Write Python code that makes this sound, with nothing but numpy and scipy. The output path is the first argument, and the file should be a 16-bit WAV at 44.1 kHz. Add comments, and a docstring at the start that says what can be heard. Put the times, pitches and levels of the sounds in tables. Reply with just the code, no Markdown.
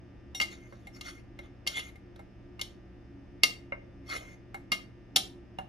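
"""Spoon in a spice jar

A metal spoon digs out powder. Stick-slip friction of the grains makes it rasp along the wall, and
impacts excite the modes of jar and spoon as knocks and clinks. The hand damps the jar, so each rings
only briefly before the small kitchen reverberates. A refrigerator hums and buzzes faintly behind,
and two close microphone ports pick it all up."""
import sys
import numpy as np
from scipy import signal
from scipy.fft import rfft, irfft, next_fast_len
from scipy.io import wavfile
from scipy.ndimage import uniform_filter1d, map_coordinates

SR = 44100
rng = np.random.default_rng(int(sys.argv[2]) if len(sys.argv) > 2 else 0)


def transcribe(u):
    """Save the signal u as a 16-bit wav file named by the first command-line argument.

    u: samples, shape (n,) or (channels, n), limited to [-1, 1]; the rate is SR.
    q: integer samples, one column per channel.
    """
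    v = np.clip(np.atleast_2d(u).T, -1, 1)
    q = np.round(v * 32767).astype(np.int16)
    wavfile.write(sys.argv[1], SR, q)


N = 250532
TIME = np.arange(N) / SR
AGE = np.arange(SR // 4) / SR  # seconds since a contact


def amp(db):
    """Amplitude ratio of a level in decibels."""
    return 10 ** (np.asarray(db) / 20)


def unit(x):
    """Normalisation to rms 1."""
    return x / np.sqrt(np.mean(x ** 2) + 1e-20)


def unit_attack(x):
    """Normalisation to rms 1 over the first 10 ms."""
    return x / np.sqrt(np.mean(x[:SR // 100] ** 2) + 1e-20)


def along(points, hz):
    """Interpolation of (Hz, value) points on a log-frequency axis."""
    knot_hz, values = np.transpose(points)
    return np.interp(np.log(hz + 1), np.log(knot_hz), values)


def bump(hz, centre_hz, octaves):
    """A Gaussian of height 1 on a log-frequency axis."""
    return np.exp(-(np.log2((hz + 1) / centre_hz) / octaves) ** 2)


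def wobble(rate):
    """Smooth random modulation with rate knots a second."""
    return map_coordinates(rng.standard_normal(int(N * rate / SR) + 4), [TIME * rate])


def filtered(x, response):
    """Linear filtering: the spectrum times a complex frequency response."""
    n = x.shape[-1]
    padded = next_fast_len(n + 4096)
    return irfft(rfft(x, padded) * response(np.fft.rfftfreq(padded, 1 / SR)), padded)[..., :n]


def noise(spectrum, shape):
    """Spectrally shaped Gaussian noise of rms 1."""
    return unit(filtered(rng.standard_normal(shape), lambda hz: amp(along(spectrum, hz))))


def fade(t60):
    """Free exponential decay, 60 dB in t60 seconds."""
    return np.exp(-np.log(1000) * AGE / max(t60, .003))


def mode(hz, t60):
    """A damped harmonic oscillation of random phase."""
    return np.sin(2 * np.pi * (hz * AGE + rng.random())) * fade(t60)


def ring(modes, stretch, scatter_db):
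    """Modal superposition: each strike weights the modes anew; stretch scales their decay times."""
    return unit_attack(sum(amp(db + scatter_db * rng.normal()) * mode(hz, t60 * stretch)
                           for hz, db, t60 in modes))


def burst(spectrum, t60, snap):
    """Modal overlap: crowded, short-lived modes merge into decaying noise with a sharp onset."""
    return unit_attack(noise(spectrum, AGE.shape) * (fade(t60) + snap * fade(.008)))


def tone(hz, waver, rate, apart):
    """A sinusoid under random phase and amplitude modulation, offset in phase at each port."""
    phase = 2 * np.pi * (hz * TIME + rng.random()) + waver * wobble(rate)
    envelope = np.sqrt(2) * amp(5.1 * waver * wobble(rate))
    return envelope * np.sin(phase + apart * rng.standard_normal((2, 1)))


# Machine rumble and still air. Each row: frequency in Hz, relative spectral density in dB.
RUMBLE_SPECTRUM = [(15, -18.5), (36, 1.5), (50, 3), (66, -7.5), (95, 0.5), (155, -11.5), (220, -3),
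                   (250, -7), (282, -3), (315, -5), (350, 1), (400, -15.5), (620, -15.5), (3000, -87)]
AIR_SPECTRUM = [(300, -13), (800, 5.5), (1200, -2), (2500, -7.5), (4000, -15.5), (5300, -14), (7000, -25.5),
                (10000, -31.5), (16000, -40)]
# The low motor tone. Each row: time in seconds, relative level in dB.
MOTOR_LEVELS = [(0.0, -54.5), (1.03, -63), (1.09, -52.5), (2.2, -60), (5.68, -63)]
# Fan and mains tones. Each row: frequency in Hz, median level in dB, phase waver in radians.
HUM_TONES = [(119.4, -58.5, 0.35), (186.7, -64.5, 0.52), (278.2, -66, 1.2), (352, -62.5, 0.51)]
# Envelope of the mains harmonics, and thin whistles. Each row: frequency in Hz, median level in dB.
BUZZ_ENVELOPE = [(700, -80), (1080, -106), (1200, -79), (1320, -82.5), (1440, -85.5), (1800, -77.5),
                 (2000, -83.5), (2900, -86.5), (3400, -97.5)]
WHINE_TONES = [(3570, -88), (4790, -92), (5300, -89), (6164, -94)]


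def refrigerator(motor_hz=67.2, mains_hz=119.9):
    """Forced vibration: motor, fan and mains give spectral lines over broadband rumble and air."""
    motor_gain = amp(np.interp(TIME, *np.transpose(MOTOR_LEVELS)) - 1)
    motor = motor_gain * tone(motor_hz, waver=.9, rate=16, apart=.12)
    hum = sum(amp(db) * tone(hz, waver, rate=14, apart=.18) for hz, db, waver in HUM_TONES)
    buzz = sum(amp(along(BUZZ_ENVELOPE, hz)) * tone(hz, waver=.15, rate=3.4, apart=.32)
               for hz in mains_hz * np.arange(6, 29))
    whine = sum(amp(db) * tone(hz, waver=.5, rate=78, apart=.6) for hz, db in WHINE_TONES)
    rumble = amp(-54.5) * noise(RUMBLE_SPECTRUM, N) + amp(-60) * noise(RUMBLE_SPECTRUM, (2, N))
    air = amp(-88) * noise(AIR_SPECTRUM, N) + amp(-68.5) * noise(AIR_SPECTRUM, (2, N))
    return motor + hum + buzz + whine + rumble + air


# The room's decay. Each row: frequency in Hz, reverberation time in seconds.
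ROOM_T60 = [(150, 1), (800, 0.28), (2200, 0.28), (4500, 0.25), (8000, 0.26), (14000, .22)]
# Echoes at a port. Each row: frequency in Hz, amplitude ratio of its own part to the shared part.
ECHO_SPREAD = [(200, .5), (600, 0.28), (1500, 0.54), (3000, 0.94), (5500, 0.84), (8000, 0.08), (14000, .2)]


def kitchen(x, build_up_s=.0027):
    """Reverberation: a short tail, partly coherent between the ports, decays at a rate set by frequency."""
    hz, t, white = signal.stft(rng.standard_normal((3, SR // 2)), SR, nperseg=256)
    apart = along(ECHO_SPREAD, hz)[:, None]
    echoes = (white[0] + apart * white[1:]) / np.sqrt(1 + apart ** 2)
    decay = np.exp(-np.log(1000) * t / along(ROOM_T60, hz)[:, None])
    tails = signal.istft(echoes * decay, SR, nperseg=256)[1]
    tails *= 1 - np.exp(-(np.arange(tails.shape[1]) / SR / build_up_s) ** 2)
    return signal.fftconvolve(x[None], tails / np.linalg.norm(tails[0]), axes=1)[:, :N]


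# Phase between the channels. Each row: frequency in Hz, lead of the left in radians.
PHASE_LEAD = [(300, 0), (550, -1.9), (2200, -1.7), (2650, -4.8), (4000, -6.2), (4700, -6.9), (5350, -4.6),
              (5850, -7.3), (6500, -7.3), (8000, -9.3), (10000, -11.4), (11500, -12.5), (12500, -13.2),
              (14000, -14.9)]
# Balance of the channels. Each row: frequency in Hz, level of left over right in dB.
BALANCE = [(250, -6), (700, -2.5), (1100, -3.5), (1800, -1.5), (2150, 0), (2450, 21), (2900, -4.5),
           (4300, 3.5), (5300, 7.5), (6200, -0.5), (7300, 0.5), (8500, 0)]


def stereo_image(x):
    """Stereo processing: the phone gives left and right their own frequency-dependent phase and colour."""
    sides = np.array([[.5], [-.5]])
    return filtered(x, lambda hz: amp(sides * along(BALANCE, hz))
                    * np.exp(1j * sides * along(PHASE_LEAD, hz)))


# The jar's dull thud. 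Each row: frequency in Hz, relative spectral density in dB.
THUD_SPECTRUM = [(60, -34.5), (170, -2), (350, -10), (600, -1), (1200, -6.5), (1700, -5.5), (2600, -44.5),
                 (6000, -58.5)]


def body_knock(hz):
    """Impact excitation: the jar's body answers with one low mode and a thud."""
    return unit_attack(2 * mode(hz, t60=.09) + burst(THUD_SPECTRUM, t60=.07, snap=.44))


# The wall's two lowest modes. Each row: frequency in Hz, unstretched 60 dB decay time in seconds.
WALL_MODES = [(2130, .068), (2800, .058)]


def wall_ring(second_db, stretch, detune=.004):
    """Free vibration of the jar's wall, slightly detuned at each contact by the shifting grip."""
    first, second = (unit_attack(mode(hz * (1 + detune * rng.normal()), t60 * stretch))
                     for hz, t60 in WALL_MODES)
    return first + amp(second_db) * second


# Higher modes of jar and spoon together.
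# Each row: frequency in Hz, relative level in dB, unstretched 60 dB decay time in seconds.
CLINK_MODES = [(3217, 1.5, 0.1), (3328, -3, 0.053), (3414, -3.5, 0.022), (3665, -11, 0.044),
               (3952, -1, 0.052), (4230, -1, 0.031), (4581, 6, 0.039), (4500, -10, 0.031), (5440, 4, 0.047),
               (6100, -17, .05), (6444, -1, 0.087), (6200, -11, 0.035)]
# The clink's noisy part. Each row: frequency in Hz, relative spectral density in dB.
CRACK_SPECTRUM = [(300, -38.5), (1200, -13.5), (1900, -15), (2450, -14.5), (2900, 1.5), (3700, -1),
                  (4700, -10), (5600, -8), (6500, -7), (8000, -28.5), (14000, -43)]


def jar_clink(centre_hz, stretch, boost_db=8):
    """Selective excitation: the spot that is struck favours the modes around centre_hz."""
    modes = .65 * ring(CLINK_MODES, stretch, scatter_db=2)
    clink = modes + burst(CRACK_SPECTRUM, t60=.053 * stretch, snap=.7)
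    return unit_attack(filtered(clink, lambda hz: amp(boost_db * bump(hz, centre_hz, octaves=.2))))


# The spoon's handle.
# Each row: frequency in Hz, relative level in dB, unstretched 60 dB decay time in seconds.
HANDLE_MODES = [(3725, 0, .055), (4587, -16, .06), (5695, -10, .12)]


def handle_ping(stretch):
    """Free vibration of the handle: a few pure modes sound as it springs free."""
    return ring(HANDLE_MODES, stretch, scatter_db=5)


# The spoon's bowl.
# Each row: frequency in Hz, relative level in dB, unstretched 60 dB decay time in seconds.
BOWL_MODES = [(7250, 2.5, 0.059), (7630, 3.5, 0.022), (8140, 3.5, 0.075), (8550, 1.5, .05),
              (8920, -3.5, .05), (9560, -4, 0.069), (10550, -10, 0.095), (11860, -11.5, 0.061),
              (12230, -6.5, .04), (12920, -12, 0.033), (12900, -5, 0.019), (14000, -11, .03),
              (14650, -13, .025), (15500, -17, .025)]
# The tick's noisy part. 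Each row: frequency in Hz, relative spectral density in dB.
SPARK_SPECTRUM = [(3000, -55), (6000, -11.5), (7700, 0.5), (9000, -7), (10000, -4.5), (11000, -7.5),
                  (13500, -9), (15300, -20.5), (16500, -40.5)]


def bowl_tick(stretch):
    """Impact excitation of the spoon's bowl: bright modes and a burst of treble noise."""
    modes = .79 * ring(BOWL_MODES, 1.1 * stretch, scatter_db=1.5)
    return unit_attack(modes + burst(SPARK_SPECTRUM, t60=.062 * stretch, snap=2.5))


def press(t, start, end, rise_db_per_s=664, fall_db_per_s=700):
    """Envelope of a push: exponential growth up to start, a hold until end, exponential release."""
    return amp(-rise_db_per_s * np.maximum(start - t, 0) - fall_db_per_s * np.maximum(t - end, 0))


# Strokes through the powder. Each row: start in seconds, length of the bite in seconds, level in dB,
# initial centre of the rasp in Hz, gain of the low-frequency body in dB, length of the drag in seconds.
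SPOON_STROKES = [(0.519, 0.016, -46.5, 4200, 1, 0.17), (0.69, 0.2, -68.5, 4850, -19, .09),
                 (0.955, 0.015, -51.5, 4930, -5, 0.034), (1.058, 0.0445, -42.5, 4050, -1, 0.098),
                 (1.435, 0.025, -64, 3480, 8.5, 0.025), (1.715, 0.053, -45.5, 3800, -1.5, .02),
                 (1.772, 0.024, -35, 3270, -3.5, 0.099), (4.103, 0.07, -37, 4360, 2, 0.17)]


def strokes(t, drag_db=-18, drag_fade_db_per_s=43.5, sink_octaves_per_s=3.2, deepest_hz=3060):
    """Incoherent addition: firm bites and the light drags after them sum in power and blend by it."""
    start, bite_s, db, start_hz, body_db, drag_s = np.transpose(SPOON_STROKES)[:, :, None]
    end = start + bite_s
    bite = amp(db) * press(t, start, end)
    # the loaded spoon slides on, lighter and ever slower
    drag = amp(db + drag_db - drag_fade_db_per_s * np.maximum(t - end, 0)) * press(t, end, end + drag_s)
    # the rasp sinks as the spoon digs deeper
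    rasp_hz = np.maximum(start_hz * 2 ** (-sink_octaves_per_s * np.maximum(t - start, 0)), deepest_hz)
    power = bite ** 2 + drag ** 2 + 1e-20
    total = sum(power)
    drag_share = sum(drag ** 2) / total
    return np.sqrt(total), sum(power * rasp_hz) / total, sum(power * body_db) / total, drag_share


# Rubbed powder. Each row: frequency in Hz, relative spectral density in dB.
POWDER_SPECTRUM = [(200, -27), (600, 2.5), (950, -10), (1300, 2.5), (1900, -9), (2600, -1.5), (3300, -2),
                   (4400, -7), (5500, -12), (6600, -0.5), (8500, -22.5), (10500, -8), (14000, -25),
                   (16000, -39)]


def grain_friction(slips_per_s=7000):
    """Stick-slip friction: grains slip in tiny jerks that hiss and drive the modes of jar and spoon."""
    slips = unit((rng.random(N) < slips_per_s / SR) * rng.standard_normal(N) * amp(.66 * wobble(180)))
    hiss = unit(filtered(slips, lambda hz: amp(along(POWDER_SPECTRUM, hz))))
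    response = 1.4 * unit_attack(mode(*WALL_MODES[0]))
    response += .57 * ring(CLINK_MODES, stretch=.39, scatter_db=1)
    response += .27 * ring(BOWL_MODES, stretch=.44, scatter_db=3)
    singing = unit(signal.fftconvolve(slips, response)[:N])
    return amp(-3.5) * hiss + amp(-1.5) * singing


def scraping(rasp_db=9, patchy_db=5, bite_ring_db=-11.5, drag_ring_db=-.5):
    """Time-varying filtering: the strokes shape the friction noise while the wall resonates with it."""
    hz, t, friction = signal.stft(grain_friction(), SR, nperseg=256)
    hz = hz[:, None]
    gain, rasp_hz, body_db, drag_share = strokes(t)
    rasp = rasp_db * (1 - .72 * drag_share) * (bump(hz, rasp_hz, octaves=.3) - .5)
    body = body_db / (1 + (hz / 2500) ** 4)
    # the moving contact point picks out ever different resonances
    speckle = uniform_filter1d(rng.standard_normal(friction.shape), size=2, axis=0)
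    patches = patchy_db * unit(uniform_filter1d(speckle, size=12, axis=1))
    rubbed = signal.istft(friction * amp(rasp + body + patches), SR, nperseg=256)[1][:N]
    # the wall rings more freely under the light drag
    wall_db = bite_ring_db * (1 - drag_share) + drag_ring_db * drag_share
    wall = unit(signal.fftconvolve(rng.standard_normal(N), mode(*WALL_MODES[0]))[:N])
    return np.interp(TIME, t, gain) * (rubbed + amp(np.interp(TIME, t, wall_db)) * wall)


# Timbre by point of contact. Each row: knock pitch in Hz, second wall mode over the first in dB,
# centre of the clink in Hz, ping over clink in dB, tick over clink in dB.
CONTACT_SPOTS = {"side": (1230.5, -0.5, 4600.5, -12.5, -6.5), "base": (560, -12.5, 3803, -6.5, -6.5),
                 "corner": (796, -14, 4000, -13.5, 1), "rim": (767, 11, 3743.5, -21, -4),
                 "handle": (767, 4.7, 3800, 6.7, 1.7)}
# The spoon hits the jar. 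Each row: start in seconds, spot, knock level in dB, wall ring level in dB,
# clink level in dB, stretch factor of the decay times.
IMPACTS = [(0.3476, "handle", -47.5, -48.5, -46, 3.1), (0.4003, "side", -37.5, -26, -34, 0.61),
           (0.4116, "side", -39, -31.5, -31.5, 1.9), (0.4172, "corner", -46, -30.5, -40.5, 1.3),
           (0.724, "base", -47.5, -59, -68, 1.3), (0.87, "corner", -51.5, -46, -57, 1),
           (1.0101, "side", -50, -45.5, -40.5, 0.66), (1.389, "base", -48, -44.5, -55, .9),
           (1.666, "side", -43, -39, -43, 0.485), (1.6725, "side", -44, -34, -27, 1),
           (1.7943, "side", -47, -54.5, -46, 1.2), (1.956, "corner", -57.5, -55, -67.5, 1),
           (2.16, "base", -54.5, -71, -60, 0.48), (2.192, "corner", -48.5, -57, -67, 1.3),
           (2.5933, "side", -48, -44, -51, 1), (2.613, "base", -46.5, -40, -30.5, .6),
           (3.4338, "side", -29.5, -19, -16, .85), (3.7217, "base", -34, -33, -65.5, 0.94),
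           (4.5436, "corner", -38.5, -40.5, -54.5, 1.13), (4.718, "side", -31.5, -26.5, -28, 1.6),
           (5.16, "rim", -31, -39.5, -17.5, 0.64), (5.168, "side", -40, -38, -21, 0.67),
           (5.5857, "rim", -34, -51.5, -52, 0.78)]


def contacts(rise_s=.001):
    """Superposition: each impact knocks the jar's body, rings its wall and makes the spoon clink."""
    out = np.zeros(N + len(AGE))
    rise = 1 - np.exp(-AGE / rise_s)
    for start, spot, knock_db, wall_db, clink_db, stretch in IMPACTS:
        knock_hz, second_db, clink_hz, ping_db, tick_db = CONTACT_SPOTS[spot]
        knock = amp(knock_db) * body_knock(knock_hz)
        wall = amp(wall_db) * wall_ring(second_db, stretch)
        clink = jar_clink(clink_hz, stretch)
        ping = amp(ping_db) * handle_ping(stretch)
        tick = amp(tick_db) * bowl_tick(stretch)
        out[round(start * SR):][:len(AGE)] += rise * (knock + wall + amp(clink_db) * (clink + ping + tick))
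    return out[:N]


def scene():
    """Direct and reverberant sound of spoon and jar add, over the refrigerator."""
    spoon = contacts() + scraping()
    return stereo_image(spoon + amp(-9) * kitchen(spoon)) + refrigerator()


def record(dry):
    """Band limiting: an ideal low-pass filter passes nothing above 16.5 kHz."""
    return filtered(dry, lambda hz: hz < 16500)


dry = scene()
out = record(dry)
transcribe(out)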